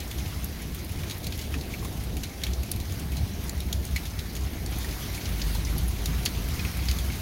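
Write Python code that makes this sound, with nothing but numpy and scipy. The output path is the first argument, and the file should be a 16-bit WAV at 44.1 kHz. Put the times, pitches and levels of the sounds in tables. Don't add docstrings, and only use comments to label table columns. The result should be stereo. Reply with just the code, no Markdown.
import sys
import numpy as np
from scipy import signal
from scipy.fft import rfft, irfft, next_fast_len
from scipy.io import wavfile
from scipy.ndimage import uniform_filter1d, map_coordinates

SR = 44100
rng = np.random.default_rng(int(sys.argv[2]) if len(sys.argv) > 2 else 0)


def volts_from_db(level):
    exponent = np.asarray(level, float) / 20
    return 10 ** exponent


def to_wav(s):
    ch = np.atleast_2d(s).T
    pcm = np.round(np.clip(ch, -1, 1) * 32767)
    wavfile.write(sys.argv[1], SR, pcm.astype(np.int16))


N = 317961
TOP_HZ = 15850


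def unit(x):
    return x / np.sqrt(np.mean(x ** 2) + 1e-20)


def along(points, hz):
    f, v = np.transpose(points)
    return np.interp(np.log(hz + 1), np.log(f + 1), v)


def curves(rows):
    s, *cols = np.transpose(rows)
    return [np.interp(np.arange(N) / SR, s, c) for c in cols]


def wobble(rate):
    knots = rng.standard_normal(int(N * rate / SR) + 4)
    return map_coordinates(knots, [np.arange(N) * rate / SR])


def coloured(pair, spectrum):
    # frequency_hz, likeness (-1..1)
    alike = [(60, 0.98), (130, 0.86), (290, 0.91), (640, 0.46), (1410, -0.35), (3100, 0.12), (6820, -0.17),
             (15000, -0.0032)]
    size = next_fast_len(N + 8192)
    hz = np.fft.rfftfreq(size, 1 / SR)
    turn = np.arccos(np.clip(along(alike, hz), -1, 1)) / 2
    gain = volts_from_db(along(spectrum, hz)) * (hz < TOP_HZ)
    mid, side = irfft(rfft(pair, size) * gain * [np.cos(turn), np.sin(turn)], size)[:, :N]
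    return unit(np.array([mid + side, mid - side]))


def patchy(patchy_db):
    z = signal.stft(rng.standard_normal((2, N)), nperseg=512)[2]
    field = rng.standard_normal(z.shape[1:])
    for axis in (0, 1):
        field = uniform_filter1d(field, size=8, axis=axis)
    return signal.istft(z * volts_from_db(patchy_db * unit(field)), nperseg=512)[1][:, :N]


def landed(drops, thud_db, scatter_db):
    s, db, ring_hz, splash_db = np.transpose(drops)
    return np.c_[s, db, ring_hz, thud_db + 0 * s, splash_db, scatter_db + 0 * s]


def ticks(rows, ring_db, echo_db, size=4096):
    # frequency_hz, gain_db
    ports = [(900, -20.5), (1700, -8.5), (2300, -3.5), (3100, -3), (4200, -3), (5300, -6), (6600, -1.5),
             (8000, -8.5), (11000, -1), (15700, -5), (16100, -8), (16750, -27), (17000, -82)]
    s, db, ring_hz, thud_db, splash_db, scatter_db = (c[:, None] for c in np.transpose(rows))
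    count = len(rows)
    t, hz = np.arange(size) / SR, np.fft.rfftfreq(size, 1 / SR)
    dice = rng.random((count, 4))

    scatter_db = scatter_db - 0.21 * (db + 9.5)
    splash_db = splash_db + 0.13 * (db + 13.0)
    t60_s = 0.065 * volts_from_db(0.5 * (scatter_db + 20.5))
    spray = rng.standard_normal((count, 2, size)) * rng.exponential(1, (count, 1, size))
    onset = 1 - np.exp(-t / 0.00031)
    tail = spray * (volts_from_db(scatter_db - 1.5 - 60 * t / t60_s) * onset)[:, None]
    dull = 1 / (1 + 1j * hz / 9000)

    lag = 0.000362 * (2 * dice[:, :1] - 1) * [1, -1] / 2
    first = (0.0009 + lag)[..., None]
    wall = first + 0.0022 + 0.00025 * (dice[:, 1:3, None] - 0.5)
    shatter = 0.19 * rng.standard_normal((count, 1, size)) * volts_from_db(-60 * t / 0.0044)
    crack = rfft((t == 0) + shatter)
    direct = np.exp(-2j * np.pi * hz * first)
    echo = volts_from_db(echo_db) * np.exp(-2j * np.pi * hz * wall)
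    z = rfft(tail) * dull + crack * (direct - echo)

    octave = np.log2((hz + 1) / 5200)
    tilt_db = (thud_db + 14.0) * np.clip(-1.4 * octave, 0, 1.3)
    tilt_db += (splash_db + 16.0) * np.clip(1.97 * octave, 0, 1.7)
    bands = (1.044 + 1.13 * dice[:, 3:]) * np.log2((hz + 1) / ring_hz)
    tilt_db += 0.57 * np.cos(2 * np.pi * bands)
    ring = volts_from_db(ring_db) / (1 + ((hz - ring_hz) / (0.06 * ring_hz)) ** 2)

    cep = irfft(np.log(volts_from_db(along(ports, hz) + tilt_db) * (1 + ring) + 1e-6))
    cep[:, 1:size // 2] *= 2
    cep[:, size // 2 + 1:] = 0
    tick = irfft(z * np.exp(rfft(cep))[:, None])
    tick *= (volts_from_db(db) / np.abs(tick).max(axis=(1, 2))[:, None])[..., None]
    at = np.round(s * SR).astype(int) + np.arange(size)
    return np.array([np.bincount(at.ravel(), tick[:, c].ravel(), N + size)[:N] for c in range(2)])


def near_drops():
    # start_s, peak_db, ring_hz, splash_db
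    concrete = [(.4434, -20, 11600, -10), (1.2421, -24, 4010, -19), (1.2678, -19, 4440, -19),
                (1.6109, -26.5, 4300, -23), (2.5335, -23.5, 6000, -20), (2.7147, -10.5, 4700, -16.5),
                (2.7604, -23, 4384, -17), (2.921, -25, 6700, -16), (2.9955, -25.5, 10100, -14),
                (3.4945, -18, 6910, -16.5), (3.5763, -33, 8960, -5), (3.6033, -20.5, 3700, -22.5),
                (3.727, -15, 3460, -21), (3.8512, -20, 6500, -14), (4.6605, -19, 4594, -18.5),
                (5.4161, -20, 4714, -28), (5.6491, -23, 6027, -20), (5.7809, -20.5, 11270, 7),
                (6.0172, -31, 11010, 0), (6.0572, -13, 4020, -23), (6.2524, -13.5, 4200, -16),
                (4.784, -22, 11150, -7), (4.106, -34, 6150, -20), (.62, -32, 11000, -7),
                (.846, -28, 9940, -10), (1.18, -31, 12000, -7)]
    # start_s, peak_db, ring_hz, splash_db
    siding = [
        (1.3227, -21, 3220, -21.5),
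        (1.847, -25.5, 2074, -14),
        (2.0358, -29, 2230, -3),
        (2.1679, -23, 2440, -17.5),
        (2.4358, -13, 3980, -20),
        (2.6318, -27, 2560, -14),
        (6.2585, -8.5, 4570, -22),
        (6.9115, -15.5, 2293, -19.5),
    ]
    # start_s, peak_db, ring_hz, splash_db
    slush = [(.0024, -22, 3200, -15), (1.1088, -22.5, 3860, -19), (1.39, -25, 2820, -19),
             (1.4123, -28, 4994, -17), (3.1677, -22.5, 4192, -18.5), (3.9612, -19.5, 2245, -20),
             (4.0527, -26, 3450, -19), (4.1899, -24.5, 3950, -19), (4.3512, -25.5, 6500, -16),
             (4.3647, -22, 3019, -16.5), (5.2556, -25, 5870, -23), (5.5479, -24.5, 4220, -14.5),
             (6.5365, -23.5, 6313, -17), (6.7694, -26, 2490, -12), (6.8851, -18, 4500, -24.5),
             (1.0973, -23, 4250, -17), (2.8, -25, 4200, -17), (4.8444, -29, 1823, -18),
             (5.1466, -27, 2454, -16), (6.5934, -22.5, 2344, -25), (2.2335, -20, 4090, -18.5),
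             (.1825, -26.5, 3250, -17.5), (6.986, -23.5, 3386, -17)]
    # start_s, peak_db, ring_hz, splash_db
    gutter = [(.1116, -23.5, 3520, -13), (.2608, -27.5, 3590, -15.5), (.7455, -25, 3580, -9),
              (.9193, -29, 2220, -10), (1.0331, -28, 2380, -15), (1.3764, -26.5, 4400, -9),
              (1.54, -23.5, 2580, -18.5), (1.7392, -34, 2400, -8), (2.0068, -29, 2920, -11),
              (2.4162, -29, 3330, -18), (2.4661, -21, 3370, -16.5), (2.687, -34, 2530, -19),
              (3.1185, -28.5, 2483, -12), (3.4391, -32.5, 2280, -5), (4.7119, -31, 11400, -3),
              (5.2897, -27, 4190, -10), (5.8797, -25.5, 11010, -7), (6.4858, -26.5, 4310, -11),
              (6.6483, -27, 2495, -28), (6.6999, -41, 6218, -16), (7.0996, -29, 2201, -22)]
    drops = np.r_[landed(concrete, thud_db=-22.5, scatter_db=-22),
                  landed(siding, thud_db=-15, scatter_db=-19),
                  landed(slush, thud_db=-16.5, scatter_db=-15.5),
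                  landed(gutter, thud_db=-8.5, scatter_db=-17.5)]
    return volts_from_db(3.0) * ticks(drops, ring_db=1, echo_db=0)


def small_drops(count):
    u = rng.random((count, 6))
    size_db = -39 - 0.92 * np.log(1 - u[:, 1]).clip(-2)
    ring_hz = 2100 * 2 ** (2.22 * u[:, 2] ** 2)
    thud_db, splash_db, scatter_db = -24 + 14 * u[:, 3], -22 + 12 * u[:, 4], -20 + 9 * u[:, 5]
    return np.c_[u[:, 0] * N / SR, size_db, ring_hz, thud_db, splash_db, scatter_db]


def far_patter(patter_db):
    # frequency_hz, density_db (dB per Hz)
    patter = [(590, -15), (1000, -1.5), (1290, -0.5), (2210, 1), (2630, -3), (4080, -2.5), (6470, -4.5),
              (7300, -10), (8050, -12), (8800, -9.5), (11400, -5.5), (15200, -8), (15800, -8)]
    grains = (rng.random((2, N)) < 2500 / SR) * volts_from_db(4.8 * rng.standard_normal((2, N)))
    grains = grains * np.sign(rng.standard_normal((2, N)))
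    far = coloured(patchy(patchy_db=2.07) + 0.4 * unit(grains), patter)
    return volts_from_db(patter_db + 2.5 + 0.85 * wobble(9)) * far


def rain():
    # start_s, patter_db
    shower = [(0.0, -44.5), (0.34, -43.5), (0.66, -45.5), (1.0, -44), (1.59, -44.5), (1.77, -44),
              (1.97, -45), (2.57, -44.5), (4.68, -43.5), (4.74, -41.5), (5.05, -40.5), (5.8, -41),
              (6.43, -41.5), (6.85, -40), (7.21, -40.5)]
    patter_db, = curves(shower)
    pan_db = 1.0 + 0.71 * (patter_db + 43.5)
    near = near_drops() + plops()
    small = volts_from_db(patter_db + 49.0) * ticks(small_drops(count=330), ring_db=4.5, echo_db=-1.5, size=3072)
    return (near + small + far_patter(patter_db)) * volts_from_db(pan_db * np.array([[0.5], [-0.5]]))


def wind():
    # frequency_hz, density_db (dB per Hz)
    wind_colour = [(120, -10.5), (200, -1), (284, -7), (345, -5.5), (549, -14), (736, -11.5), (932, -18.5),
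                   (1400, -32.5), (1820, -37), (3080, -120)]
    # start_s, level_db
    gusts = [
        (0.0, -43),
        (0.06, -45),
        (1.42, -44),
        (1.51, -42.5),
        (3.84, -45),
        (3.99, -47),
        (4.7, -43),
        (7.21, -43),
    ]
    gust_db = curves(gusts)[0] + 0.4 * wobble(2.73)
    return volts_from_db(gust_db + 2.5) * coloured(patchy(patchy_db=1.5), wind_colour) * volts_from_db([[0.6], [-0.6]])


def peals():
    # start_s, boom_db, pitch_hz, hold_s
    peal_rows = [(.18, -36, 62.2, 0.034), (0.31, -34, 62.5, 0.15), (.53, -44, 64.3, .22),
                 (0.92, -40, 62.9, 0.063), (1.197, -42, 65.7, 0.12), (1.362, -32, 70.3, 0.07),
                 (1.535, -29, 72.2, 0.045), (1.799, -29, 62.3, 0.073), (1.967, -40, 61.8, 0.25),
                 (2.47, -27, 64.8, 0.07), (2.581, -27, 68.2, 0.038), (2.74, -32, 68.5, 0.06),
                 (2.866, -32.5, 70.5, 0.078), (3.057, -30, 68.1, 0.078), (3.185, -40, 62.7, 0.056),
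                 (3.446, -34, 64.4, 0.04), (3.56, -30.5, 65.9, 0.14), (3.75, -22.5, 64.8, 0.074),
                 (3.91, -27, 63.8, 0.046), (4.16, -35, 63, .09), (4.359, -25, 63.3, 0.1),
                 (4.572, -30.5, 59, 0.28), (4.876, -30.5, 57, .08), (5.05, -27, 55.9, 0.092),
                 (5.24, -27, 55.7, .14), (5.44, -24, 53.9, 0.52), (5.995, -22, 57.04, 0.23),
                 (6.36, -31, 55.84, .3), (6.786, -23.5, 64, 0.17), (7.002, -21.5, 62, 0.086)]
    swell_s, fade_s = 0.0095, 0.023
    s, db, hz, hold = (c[:, None] for c in np.transpose(peal_rows))
    t = np.arange(0, N / SR, 1 / 500)
    rise = (np.clip(s - t, 0, None) / swell_s) ** 2
    fall = (np.clip(t - s - hold, 0, None) / fade_s) ** 2
    gain = (volts_from_db(db) * np.exp(-rise - fall)).max(axis=0)
    now = np.arange(N) / SR
    return np.interp(now, (s + hold / 2)[:, 0], hz[:, 0]), np.interp(now, t, gain)


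def thunder():
    # frequency_hz, density_db (dB per Hz)
    rumble = [(13, -50), (25, -6), (42, 1), (61, 8), (95, -2), (130, -8.5), (165, -8.5), (240, -21.5),
              (310, -20), (530, -120)]
    # start_s, rumble_db
    roll = [(0.0, -38.5), (0.08, -46), (0.16, -35.5), (0.46, -38.5), (2.07, -38.5), (2.21, -34.5),
            (2.31, -43.5), (2.81, -35.5), (2.87, -38.5), (3.25, -32.5), (3.27, -35.5), (4.4, -40),
            (6.07, -37), (7.21, -37.5)]
    pitch_hz, swell = peals()
    rumble_db, = curves(roll)
    swell = swell + volts_from_db(rumble_db - 2)
    phase = 2 * np.pi * np.cumsum(pitch_hz + 3 * wobble(14)) / SR
    stray = np.array([wobble(11), wobble(11)])
    boom = unit(volts_from_db(1.7 * wobble(18)) * np.sin(phase + 0.36 * stray))
    broad = coloured(patchy(patchy_db=1.0), [(hz, db - 8 * (hz < 76)) for hz, db in rumble])
    lift = (swell / volts_from_db(rumble_db)) ** 0.19
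    return (volts_from_db(-6.0) * swell * boom + volts_from_db(rumble_db + 3.5) * lift * broad) * volts_from_db([[-0.7], [0.7]])


def plops():
    # start_s, peak_db, pitch_hz, t60_s
    drips = [(1.54, -23.5, 1230, 0.027), (1.541, -30, 1920, 0.022), (1.539, -33, 2500, 0.032),
             (1.556, -30, 274, 0.074), (1.738, -27.5, 2300, 0.028), (1.826, -25, 1105, 0.024),
             (1.851, -24.5, 1100, 0.033), (3.961, -25.5, 2010, 0.079), (3.961, -24.5, 2234, 0.037),
             (3.961, -28, 4220, 0.041), (4.845, -29, 1863, 0.025), (5.178, -30, 2249, 0.023),
             (5.553, -24.5, 904, 0.029), (5.763, -30, 800.7, 0.027), (2.437, -29, 2240, 0.016),
             (2.437, -21, 5590, .02), (6.085, -25, 162, 0.15), (6.594, -33, 2150, 0.027),
             (6.593, -28, 2470, 0.036), (6.649, -27, 2544, .025), (6.65, -30, 2150, .025),
             (1.739, -32, 2600, 0.02)]
    out, t = np.zeros((2, N + SR)), np.arange(SR // 8) / SR
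    arrival = t - [[0], [0.00042]]
    for s, db, hz, t60 in drips:
        drift = 0.055 * np.cumsum(rng.standard_normal(len(t)))
        decay = volts_from_db(db - 60 * t / t60) * (1 - np.exp(-t / 0.0004))
        ring = decay * np.sin(2 * np.pi * hz * arrival + drift)
        out[:, round(s * SR):][:, :len(t)] += ring * volts_from_db([[2.5], [-3.5]])
        out[:, round((s + 0.0072) * SR):][:, :len(t)] += volts_from_db(-4) * ring[::-1]
    return volts_from_db(3.0) * out[:, :N] / volts_from_db(3.0)


def scene():
    return rain() + wind() + thunder()


def low_pass(x):
    return signal.sosfilt(signal.butter(12, 16780, fs=SR, output="sos"), x)


def record(dry):
    hz = np.fft.rfftfreq(N + N % 2, 1 / SR)
    top = irfft(rfft(dry, N + N % 2) * (hz > TOP_HZ))[:, :N]
    power = uniform_filter1d((top ** 2).mean(axis=0), size=256)
    bright = np.abs(power) > volts_from_db(-52) ** 2
    gate = uniform_filter1d(1. 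* bright, size=128)
    return low_pass(dry - (1 - gate) * top)


dry = scene()
out = record(dry)
to_wav(out)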